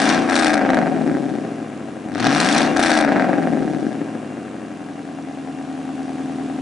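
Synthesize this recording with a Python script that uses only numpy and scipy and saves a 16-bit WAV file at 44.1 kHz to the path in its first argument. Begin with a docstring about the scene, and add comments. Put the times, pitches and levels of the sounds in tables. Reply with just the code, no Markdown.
"""A yard, behind a V8 truck with one open pipe per cylinder bank, on a stereo microphone.
Two throttle blips: a hard pull, a rasping overrun, a popping burble, then a fast idle.
Every firing sends a pressure pulse and a puff of turbulent gas out of its pipe; hiss and whirr fill between.
A sine follows the firing rate, single bangs go off in the pipes, and air pushes on the microphone."""
import sys
import numpy as np
from scipy import signal
from scipy.fft import rfft, irfft
from scipy.io import wavfile
from scipy.ndimage import uniform_filter1d

SR = 44100
rng = np.random.default_rng(int(sys.argv[2]) if len(sys.argv) > 2 else 0)


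def transcribe(u):
    """Save the signal u as a 16-bit wav file named by the first command-line argument.

    u: samples, shape (n,) or (channels, n), limited to [-1, 1]; the rate is SR.
    q: integer samples, one column per channel.
    """
    v = np.clip(np.atleast_2d(u).T, -1, 1)
    q = np.round(v * 32767).astype(np.int16)
    wavfile.write(sys.argv[1], SR, q)


N = 291501
TIME = np.arange(N) / SR


def scene():
    """The truck's exhaust and its firing tone, the pops, and the rumble at the microphone."""
    return exhaust() + firing_tone() + pops() + rumble()


# Ranges of the exhaust, boom, bark, rasp, crack, top: [low f/Hz, high f/Hz]
RANGES_HZ = [(60, 450), (450, 870), (870, 2800), (2800, 6500), (6500, 12000)]
# Exhaust loudness through a blip; steeper pulses fill the upper ranges:
# [t/s from the lift, boom level/dB, bark level/dB, rasp level/dB, crack level/dB, top level/dB]
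EXHAUST = [(-0.608, -27.5, -36.5, -44, -54, -56), (-0.5247, -26.5, -37, -33.5, -40, -54),
           (-0.4256, -17.5, -22, -19.5, -24, -42), (-0.4244, -19, -26, -23.5, -28.5, -49),
           (-0.3646, -22.5, -26, -21.5, -28, -38.5), (-0.1753, -18.5, -24, -22, -27.5, -36),
           (-0.1231, -18, -24.5, -19, -25.5, -38.5), (-0.0435, -18.5, -23.5, -24.5, -31.5, -44.5),
           (0.08, -21, -25.5, -24.5, -37, -44), (0.1372, -20, -26, -21, -28.5, -36.5),
           (0.2674, -19, -24, -20.5, -29.5, -38.5), (0.3656, -19.5, -22, -25.5, -40.5, -52.5),
           (0.61, -20.5, -21.5, -31, -46, -53), (0.8626, -20.5, -28, -38.5, -48, -53),
           (1.13, -23.5, -32.5, -41, -49, -54.5), (1.5, -30.5, -37.5, -43, -52, -56.5),
           (2, -32, -39.5, -44.5, -53, -57.5), (2.5, -31.5, -39, -45.5, -52.5, -57.5),
           (3.5, -26, -36, -43, -49.5, -54.5)]
# Colour of the pipes, relative: [f/Hz, level/dB per Hz]
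PIPE = [(24, -55), (40, -24), (87, -25.5), (217, -3), (295, -3), (440, -9.5), (755, -6.5), (1020, -18.5),
        (1640, -11), (3170, -32), (3730, -28.5), (5700, -35.5), (9550, -40), (11000, -39), (14300, -61),
        (22000, -120)]
# Pipe resonances: [f/Hz, width f/Hz, lift level/dB]
PIPE_MODES = [(157.2, 68, 8), (219.7, 25.5, 6), (283, 77, 6), (314.7, 31, 5), (403, 23, 6), (523, 220, 7),
              (741, 33, 6.5), (793, 51, 4.5), (1630, 14, 7), (2430, 200, 6), (3540, 82, 5), (5720, 450, 8),
              (8530, 1200, 10)]
# Narrow resonance that takes over as the gas cools at idle: [t/s from the lift, level/dB against plain boom]
IDLE_RING = [(-0.5, -5), (2, -20), (2, -10), (3, 5.5), (5, -7)]
# The deepest multiples of the engine cycle come forward at idle: [t/s from the lift, level/dB]
DEEP = [(-.6, -49), (-.3, -64), (1, -54), (1.5, -52.5), (2.5, -49), (3.5, -45.5)]
RING_HZ, RING_WIDTH_HZ = 271, 26
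BEAD_HZ, BEAD_WIDTH_HZ, BEAD_DB = 765, 91, -1   # a higher resonance rings with the narrow one
LULL_S, LULL_DB = (-.025, .06), 9   # around the lift the fronts sink into the hiss (t/s from the lift)
PUFF_DB, CRACK_PUFF_DB = -22, -11


def exhaust():
    """The lowest range carries drone and push, the others the steep fronts; hiss fills between."""
    turns = crank_turns()
    push, snap, crack = firings(turns)
    snap, crack = with_puff(snap, PUFF_DB), with_puff(crack, CRACK_PUFF_DB)
    sources = np.array([drone(turns), in_yard(push), in_yard(snap), in_yard(crack)])
    clean, push, snap, crack = coloured(sources, PIPE, PIPE_MODES)
    hiss = flow_hiss()
    drone_db, *hiss_db = by_kind(MANNER)[3:]

    ring = from_db(in_time(IDLE_RING)[0])
    boom = from_db(drone_db) * evened(band(clean, *RANGES_HZ[0])) + evened(band(push, *RANGES_HZ[0]))
    boom = evened(boom) + ring * evened(resonance(boom, RING_HZ, RING_WIDTH_HZ))
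    bead = evened(resonance(snap, BEAD_HZ, BEAD_WIDTH_HZ))
    bark = evened(part(snap, *RANGES_HZ[1])) + ring * from_db(BEAD_DB) * bead
    upper = [part(x, *edges) for x, edges in zip([snap, crack, crack], RANGES_HZ[2:])]

    near_lift = (from_lift() > LULL_S[0]) & (from_lift() < LULL_S[1])
    lull_db = uniform_filter1d(LULL_DB * near_lift, size=400)
    out = from_db(in_time(DEEP)[0]) * evened(band(clean, 100, 164))
    for pulses, level_db, db, edges in zip([boom, bark, *upper], in_time(EXHAUST), hiss_db, RANGES_HZ):
        fronts = from_db(-lull_db * (edges[0] > 800)) * evened(pulses)   # boom and bark do not sink
        steady = from_db(db) * evened(band(hiss, *edges))
        out = out + from_db(level_db) * (fronts + steady) / np.hypot(1, from_db(db))
    return out


# Crank speed through a blip: [t/s from the lift, firings per s]
SPEED = [(-.64, 92.5), (-.6, 92), (-.525, 102), (-.45, 119), (-.3, 164.5), (-.15, 222), (-.075, 247.5),
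         (0, 255), (.075, 246.5), (.15, 235), (.34, 215), (.5, 191), (.8, 162), (1.1, 135.3), (1.3, 120.3),
         (1.7, 100), (2.1, 87.6), (2.5, 80.5), (3.0, 79), (3.91, 78.8)]


def crank_turns():
    """Running count of firings: the firing rate summed over time."""
    return np.cumsum(in_time(SPEED)[0]) / SR


# Per kind of running: [lateness in firings, push scatter level/dB, front scatter level/dB,
# clean drone level/dB, then hiss level/dB against the pulses in each of the five ranges]
MANNER = {"pull": (-.7, 2.5, 1.7, 5, -12, -7, -4, -3, -2),
          "overrun": (.25, 3, 1.2, 6, -13, -9, -11, -9, -7), "burble": (.3, 5, 2.5, 3, -14, -9, -4, 5, 8),
          "idle": (.15, 2, .8, 12, -14, -2, 3, 10, 10)}
# Per kind, unevenness in firings: [crank's turning, which blurs the higher multiples; each firing's moment]
WOBBLE = {"pull": [.035, .02], "overrun": [.035, .02], "burble": [.075, .05], "idle": [.012, .012]}
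# Per kind: place in the eight-firing cycle [count]
FIRST_SLOT = {"pull": 7, "overrun": 7, "burble": 7, "idle": 2}
# Bank of each of the eight firings: [1 left, 0 right]
LEFT_BANK = [1, 0, 1, 0, 0, 1, 0, 1]
# Per kind, the eight cylinders' fronts in the middle ranges: [level/dB of each]
SNAP = {"pull": [0, 0, 4, -2, -5, 3, -2, 3], "overrun": [1, -6, 5, -4, -8, 5, 0, 4], "burble": [3, 0, 0, 0,
        -4, -2, 4, 2], "idle": [1.5, -3, -1.5, -9, -5, -2.5, -6.5, -1]}
# Per kind, the eight cylinders' fronts in the treble: [level/dB of each]
CRACK = {"pull": [0, 0, 3, -2, -4, 5, -2, 1], "overrun": [-3, -6, 2, -4, -7, 1, 3, 3], "burble": [3, 0, 0,
         0, -4, -2, 4, 2], "idle": [-1, -2, -4, 4, -6, 2, -6, -2]}


def firings(turns):
    """Pressure pulses as click trains per bank: the low push, the steep fronts and their treble."""
    count = np.arange(int(turns[-1]))
    kinds = kind_at(np.interp(count, turns, TIME))
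    luck = rng.standard_normal((len(count), 4))
    push, snap, crack = np.zeros((3, 2, N))
    for n, kind, (a, b, c, d) in zip(count, kinds, luck):
        cylinder = (n - FIRST_SLOT[kind]) % 8
        lateness, low_db, sharp_db = MANNER[kind][:3]
        at = min(np.searchsorted(turns, n + lateness + WOBBLE[kind][1] * c), N - 1)
        bank = 1 - LEFT_BANK[cylinder]
        # shared draws: a strong push tends to have a strong front, a strong front a strong treble
        push[bank, at] += from_db(low_db * a)
        snap[bank, at] += from_db(SNAP[kind][cylinder] + sharp_db * (a + b) * .7)
        crack[bank, at] += from_db(CRACK[kind][cylinder] + sharp_db * (b + d) * .8)
    return push, snap, crack


PUFF_S = .002   # time constant


def with_puff(clicks, puff_db):
    """Each front drags a short, exponentially dying burst of turbulence behind it."""
    tail = signal.lfilter([1], [1, -np.exp(-1 / (PUFF_S * SR))], clicks + 1e-18)
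    return clicks + from_db(puff_db) * tail * rng.standard_normal(clicks.shape)


# The uneven beat of each bank favours some multiples of the engine cycle.
# Per kind: [level/dB by the multiple's remainder after division by eight]
DRONE = {"pull": [-2, -5.5, -2.5, 3.5, -4, -5, -2.5, -4.5], "overrun": [-3, -3, -7, 6.5, -2.5, -26, -7,
         -22], "burble": [1.5, 4, -3.5, 5.5, 1.5, 7, 1, 0.5], "idle": [-3.5, -5, -2, 6, -5.5, -3.5, 0,
         -1.5]}
# Per kind: [lateness in firings, left-right level/dB]
DRONE_PLACE = {"pull": (3.5, 8.5), "overrun": (3.5, 7.8), "burble": (4., 8.6), "idle": (4.5, 2.3)}
DRONE_LAG_S, SPREAD_RAD = .00019, .39   # left side's lag; phase per squared multiple


def drone(turns):
    """The repeating beat: multiples of the eight-firing cycle, spread in time by the long pipes."""
    gains, phases = from_db(by_kind(DRONE)), np.angle(np.fft.fft(LEFT_BANK))
    sway = band(rng.standard_normal(N), 4, 20)
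    lateness, pan_db = by_kind(DRONE_PLACE)
    cycles = (turns - lateness + by_kind(WOBBLE)[0] * sway / sway.std()) / 8
    beat = np.zeros(N)
    for k in range(3, 46):
        phase = phases[k % 8] + SPREAD_RAD * k * k
        beat += gains[k % 8] * np.cos(2 * np.pi * k * cycles + phase)
    left, right = panned(beat, pan_db)
    return np.array([late(left, DRONE_LAG_S), right])


# Colour of fan, belts and gas flow, relative: [f/Hz, level/dB per Hz]
WHIRR = [(24, -100), (40, -54), (64, -61), (149, -10.5), (193, -14), (268, -1.5), (340, -17.5),
         (543, -31.5), (755, -42), (1050, -29.5), (2690, -39.5), (8900, -54.5), (11000, -57.5),
         (14300, -84), (22000, -120)]
# Their resonances: [f/Hz, width f/Hz, lift level/dB]
WHIRR_MODES = [(388, 10, 4), (690, 68, 15), (1510, 160, 0.5), (2393, 17, 6.5), (2760, 22, 10.5)]
HISS_LIKENESS, HISS_PAN_DB = .81, 1   # likeness of the two sides, 0 to 1


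def flow_hiss():
    """Steady turbulence in the pipes and engine whirr: coloured noise, partly alike on both sides."""
    mid, side = rng.standard_normal((2, N))
    both = np.sqrt(1 + HISS_LIKENESS) * mid + np.sqrt(1 - HISS_LIKENESS) * side * [[1], [-1]]
    return coloured(panned(both, HISS_PAN_DB), WHIRR, WHIRR_MODES)


# Pure tones at the firing rate and at twice it: [t/s from the lift, rms level/dB, octave rms level/dB]
FIRING_TONE = [(-.64, -54, -55), (-.52, -40, -38), (-.45, -31, -22), (-.36, -32, -22), (-.27, -33, -42),
               (-.12, -28, -50), (0, -30, -50), (.1, -45, -50), (.45, -40, -50), (.8, -42, -48),
               (1.2, -45, -46), (1.6, -50, -50), (2.3, -62, -50), (3.9, -56, -50)]
TONE_PAN_DB = 4.5


def firing_tone():
    """A clean sine, one cycle per firing, and its octave."""
    turns = crank_turns()
    tone_db, octave_db = in_time(FIRING_TONE)
    tone = from_db(tone_db) * np.cos(2 * np.pi * turns)
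    octave = from_db(octave_db) * np.cos(4 * np.pi * turns)
    return panned(np.sqrt(2) * (tone + octave), TONE_PAN_DB)


# Loud single cracks and pops of unburnt fuel, before the trims below:
# [t/s, peak level/dB, treble level/dB against the peak, pipe 0 left to 1 right]
POPS = [(.0194, -12.5, -5.5, 0), (.0917, -19, 6, 0), (.2983, -13.5, -6.5, 0.27), (.321, -12.5, -27, 1),
        (.3307, -13, -20, 0), (.3551, -13, 1, 1), (.3645, -12.5, -1, 0), (.3891, -12, -4, 1),
        (.3945, -19, 3, 0), (.4454, -13, 0, 0), (.468, -18.5, 0.5, 0), (.4805, -15, -1, 0),
        (.5038, -28, -9, 0), (.535, -20, 1.5, 1), (.5412, -14.5, 0.5, 0), (.5781, -12.5, -12, 0),
        (.6174, -13, -32, 0), (.6505, -9.5, -34, 1), (.6617, -18, -27, 0), (.6912, -8, -27, 1),
        (.7031, -7, -14, 0), (.7334, -7, -27, 1), (.7452, -10.5, -12.5, 0), (.7712, -7, -26, 0.19),
        (.7767, -12.5, -26, 1), (.7888, -8, -19.5, 0), (.8155, -14, -22, 0.91), (.8276, -17, -25, 0),
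        (.86, -16, -24, 0.9), (.8735, -17, -28, 0), (.912, -33, -22, 1), (1.0765, -18.5, -18, 0),
        (1.097, -19, -22, 0.88), (1.1145, -24, -27, 0.22), (1.1503, -20, -22, 0.9), (1.1695, -21, -22, 0.2),
        (1.2595, -36, -18, 0), (1.3395, -26.5, -15, 0.18), (1.3855, -26.5, -18, 0.64),
        (1.4505, -28, -18, 1), (1.5185, -37, -18, 1), (2.1567, -16, -17, 0.31), (2.1856, -26, -7, 1),
        (2.2031, -17, -4, 0.16), (2.231, -18, -10, 0.083), (2.271, -16.5, -5, 0), (2.4022, -11, 2.5, 0),
        (2.414, -20, 3, 0), (2.4475, -19, 4, 0), (2.4888, -23, 11, 0), (2.5265, -22, 8, 0),
        (2.5485, -18, 1, 0), (2.58, -13.5, 3.5, 1), (2.606, -14, -4, 0.13), (2.618, -11.5, -4, 0),
        (2.676, -18, -14, 0), (2.7652, -10, -11, 1), (2.7708, -18.5, -0.5, 0.12), (2.7936, -5, -15, 0.41),
        (2.7979, -16, -3, 1), (2.8033, -15, -4, 0), (2.8275, -17, 0, 0.094), (2.831, -20, 4, 1),
        (2.8369, -12, -0.5, 0.12), (2.8605, -9, -8, 0), (2.8646, -23, 3, 1), (2.8813, -29, -3, 0),
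        (2.8988, -16, -12, 1), (2.9047, -16.5, -2, 0), (2.9161, -12.5, -1.5, 0), (2.9395, -22, -7, 0.083),
        (2.9514, -28, -7, 0), (2.9755, -10, -6.5, 0), (2.9887, -13, -7, 0), (3.0054, -13, -20, 1),
        (3.0112, -12, -6, 0.21), (3.0486, -17, -11, 0), (3.0672, -20, -17, 0), (3.0806, -19, -25, 1),
        (3.0908, -10, -28, 0), (3.12, -9.5, -27, 1), (3.1265, -21, -11, 0), (3.1604, -10, -26, 1),
        (3.1665, -10, -27, 0.14), (3.1972, -7, -29, 0), (3.2016, -15.5, -28, 1), (3.2226, -10, -24, 0.11),
        (3.2435, -15, -28, 1), (3.2498, -19, -22, 0), (3.2937, -14, -33, 0.19), (3.3311, -12.5, -30, 0.9),
        (3.3384, -16, -31, 0), (3.3837, -20, -32, 0), (3.4305, -23.5, -14, 0), (3.4727, -13, -29, 0.8),
        (3.5345, -20.5, -21, 0), (3.5555, -28, -20, 1), (3.5725, -27, -19, 1), (3.591, -27, -22, 0.2),
        (3.6245, -22, -23, 1), (3.6785, -30, -15, 0.85), (3.7475, -26, -18, 0.31),
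        (3.8283, -31, -13, 0.089), (3.8672, -27.5, -23, 0), (4.0157, -27, -19, 0),
        (4.152, -27.5, -18, 0.22), (4.378, -38, -24, 0.49)]
POP_PAN_DB = (6, -1)   # left pipe, right pipe
POP_DB, POP_LOW_DB, POP_KNOCK_DB, POP_TREBLE_DB, POP_PUFF_DB = 1.5, -7.5, -5, 3.5, -12
# later pops in the run-down are deeper (t/s from the lift)
THUD_GROWS_DB_PER_S, THUD_FROM_S, THUD_GROWS_S = 40, .56, .46


def pops():
    """Single bangs in the pipe: a thud, a knock, a sharp middle and, on some, a bright crack."""
    s, db, treble_db, pipe = np.vstack([POPS, small_pops()]).T
    at = np.round(s * SR).astype(int)
    bang, crack, pan = np.zeros((3, N))
    bang[at] = from_db(db + POP_DB)
    crack[at] = from_db(db + treble_db + POP_TREBLE_DB)
    pan[at] = np.interp(pipe, (0, 1), POP_PAN_DB)
    puff = with_puff(crack, POP_PUFF_DB) - crack
    bang_sides = with_echoes(panned(bang, pan))
    crack_sides = with_echoes(panned(crack, pan) + panned(puff, BANK_PAN_DB[0]))
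    click = np.zeros((2, N))
    click[:, 2000] = 1   # a lone click, whose peak in each range sets that range's gain
    # no resonances: pops are too short to wake the narrow ones
    click, bang, crack = coloured(np.array([click, bang_sides, crack_sides]), PIPE, [])
    thud_db = POP_LOW_DB + THUD_GROWS_DB_PER_S * np.clip(from_lift() - THUD_FROM_S, 0, THUD_GROWS_S)
    layers = [(bang, thud_db, (150, 450)), (bang, POP_KNOCK_DB, (450, 900)),
              (bang, 0, (900, 2800)), (crack, 0, (2800, 11500))]
    out = 0
    for x, part_db, edges in layers:
        out = out + from_db(part_db) * part(x, *edges) / np.abs(part(click[0], *edges)).max()
    return out


SMALL_POPS_FROM_S, SMALL_POPS_TO_S, SMALL_POPS_PER_S = .38, 1.5, 8   # t/s from the lift
SMALL_POP_DB, SMALL_POP_FADE_DB_PER_S, SMALL_POP_TREBLE_DB = -21, 16, -18   # before the pop trims


def small_pops():
    """Fainter pops at random in the run-down, fading: rows like those of the loud pops."""
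    since = from_lift()
    chance = rng.random(N) < SMALL_POPS_PER_S / SR
    at = np.flatnonzero(chance & (since > SMALL_POPS_FROM_S) & (since < SMALL_POPS_TO_S))
    db = SMALL_POP_DB - SMALL_POP_FADE_DB_PER_S * (since[at] - SMALL_POPS_FROM_S)
    right_pipe = rng.standard_normal(len(at)) > .4   # about one in three
    return np.transpose([TIME[at], db, np.full(len(at), SMALL_POP_TREBLE_DB), right_pipe])


BANK_PAN_DB = (7.5, -2.5)   # left pipe, right pipe
RIGHT_PIPE_LAG_S = .000404


def in_yard(banks):
    """Both pipes placed left and right before the microphone, the right one farther off."""
    left_pipe = panned(banks[0], BANK_PAN_DB[0])
    right_pipe = panned(late(banks[1], RIGHT_PIPE_LAG_S), BANK_PAN_DB[1])
    return with_echoes(left_pipe + right_pipe)


# Reflections from ground, tailgate and shed: [t/s, level/dB]
ECHOES = [(.0031, -15), (.0074, -17), (.017, -20), (.029, -21)]
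LEFT_EAR_LAG_S = .00001


def with_echoes(both):
    """A few reflections, arriving a little later on the right."""
    mid = both.mean(axis=0)
    left = late(both[0], LEFT_EAR_LAG_S) + sum(from_db(db) * late(mid, s) for s, db in ECHOES)
    right = both[1] + sum(from_db(db) * late(mid, 1.03 * s) for s, db in ECHOES)
    return np.array([left, right])


# Air pushing on the microphone through a blip, mean: [t/s from the lift, level/dB]
RUMBLE = [(-.6, -67), (-.45, -49), (0, -54), (.3, -52), (.6, -75), (.9, -52), (1.15, -61), (1.35, -71),
          (2.5, -72), (3.9, -72)]
RUMBLE_LUMPS_DB = 2   # rms swing


def rumble():
    """Dull lumps of air at the microphone: low noise swelling slowly, mostly common to both sides."""
    mid, side, slow = rng.standard_normal((3, N))
    lumps = signal.sosfilt(signal.butter(1, [3, 9], "band", fs=SR, output="sos"), slow)
    level_db = in_time(RUMBLE)[0] + RUMBLE_LUMPS_DB * lumps / lumps.std()
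    air = panned(mid, 2.5) + .3 * side * [[1], [-1]]
    return from_db(level_db) * evened(band(air, 32, 72))


# Throttle blips: [t/s at which the foot lifts, pace of the run-down after it]
BLIPS = [(.223, 1.048), (2.7, 1.0)]
PULL_S = .64   # the throttle opens this long before the lift


def from_lift():
    """Seconds from the lift of the blip under way, at its own pace once the foot is off."""
    lifts, paces = np.transpose(BLIPS)
    blip = np.maximum(np.searchsorted(lifts - PULL_S, TIME) - 1, 0)
    s = TIME - lifts[blip]
    return np.where(s > 0, s * paces[blip], s)


def in_time(rows):
    """Columns of a blip table, one value per sample."""
    s, *columns = np.transpose(rows)
    return [np.interp(from_lift(), s, c) for c in columns]


# Phases of running: [start t/s, kind]
PHASES = [(0, "pull"), (.27, "overrun"), (.6, "burble"), (1.4, "idle"), (2.09, "pull"), (2.74, "overrun"),
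          (3.08, "burble"), (3.95, "idle")]


def kind_at(s):
    """Kind of running at each time."""
    starts, kinds = zip(*PHASES)
    return np.array(kinds)[np.searchsorted(starts, s, "right") - 1]


def by_kind(table):
    """Columns of a per-kind table in time, gliding from kind to kind."""
    rows = np.array([table[k] for k in kind_at(TIME[::100])], float)   # every 100th sample
    rows = uniform_filter1d(rows, size=25, axis=0)
    return np.repeat(rows, 100, axis=0)[:N].T


def coloured(x, spectrum, modes):
    """Causal (minimum-phase) filter with a spectrum and resonances, by way of the cepstrum."""
    size = 5 * 2 ** 16
    hz = np.maximum(np.fft.rfftfreq(size, 1 / SR), 10)
    spectrum_hz, spectrum_db = np.transpose(spectrum)
    db = np.interp(np.log(hz), np.log(spectrum_hz), spectrum_db)
    for mode_hz, width, lift_db in modes:
        db = db + lift_db / (1 + (2 * (hz - mode_hz) / width) ** 2)
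    cepstrum = irfft(db * np.log(10) / 20)
    cepstrum[1:size // 2] *= 2   # fold the negative times onto the positive
    cepstrum[size // 2 + 1:] = 0
    return irfft(rfft(x, size) * np.exp(rfft(cepstrum)))[..., :N]


def resonance(x, hz, width_hz):
    """Two-pole band-pass, gain about 1 on top."""
    r = np.exp(-np.pi * width_hz / SR)
    poles = [1, -2 * r * np.cos(2 * np.pi * hz / SR), r * r]
    return signal.lfilter([(1 - r * r) / 2, 0, (r * r - 1) / 2], poles, x)


def band(x, low_hz, high_hz):
    """Butterworth band-pass."""
    return signal.sosfilt(signal.butter(3, [low_hz, high_hz], "band", fs=SR, output="sos"), x)


def part(x, low_hz, high_hz):
    """A range without phase shift: neighbouring ranges add up to one steep pulse again."""
    return signal.sosfiltfilt(signal.butter(2, [low_hz, high_hz], "band", fs=SR, output="sos"), x)


def evened(x):
    """Running rms of the two channels' mean brought to 1."""
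    power = uniform_filter1d(uniform_filter1d(x.mean(axis=0) ** 2, size=4400), size=4400)
    return x / np.sqrt(power + 1e-12)


def panned(x, pan_db):
    """Left-right level step, left louder when positive; mono becomes stereo."""
    return x * from_db(np.multiply.outer([.5, -.5], pan_db * np.ones(N)))


def late(x, seconds):
    """Delay by interpolated reading."""
    return np.interp(TIME - seconds, TIME, x, left=0)


def from_db(db):
    """Decibels to gain."""
    return 10 ** (np.asarray(db) / 20)


CUTOFF_HZ = 12000   # 60 dB down from here up


def record(dry):
    """Peaks are rounded, the top is cut."""
    rounded = .8 * np.tanh(dry / .8)
    return signal.sosfilt(signal.cheby2(12, 60, CUTOFF_HZ, fs=SR, output="sos"), rounded)


dry = scene()
out = record(dry)
transcribe(out)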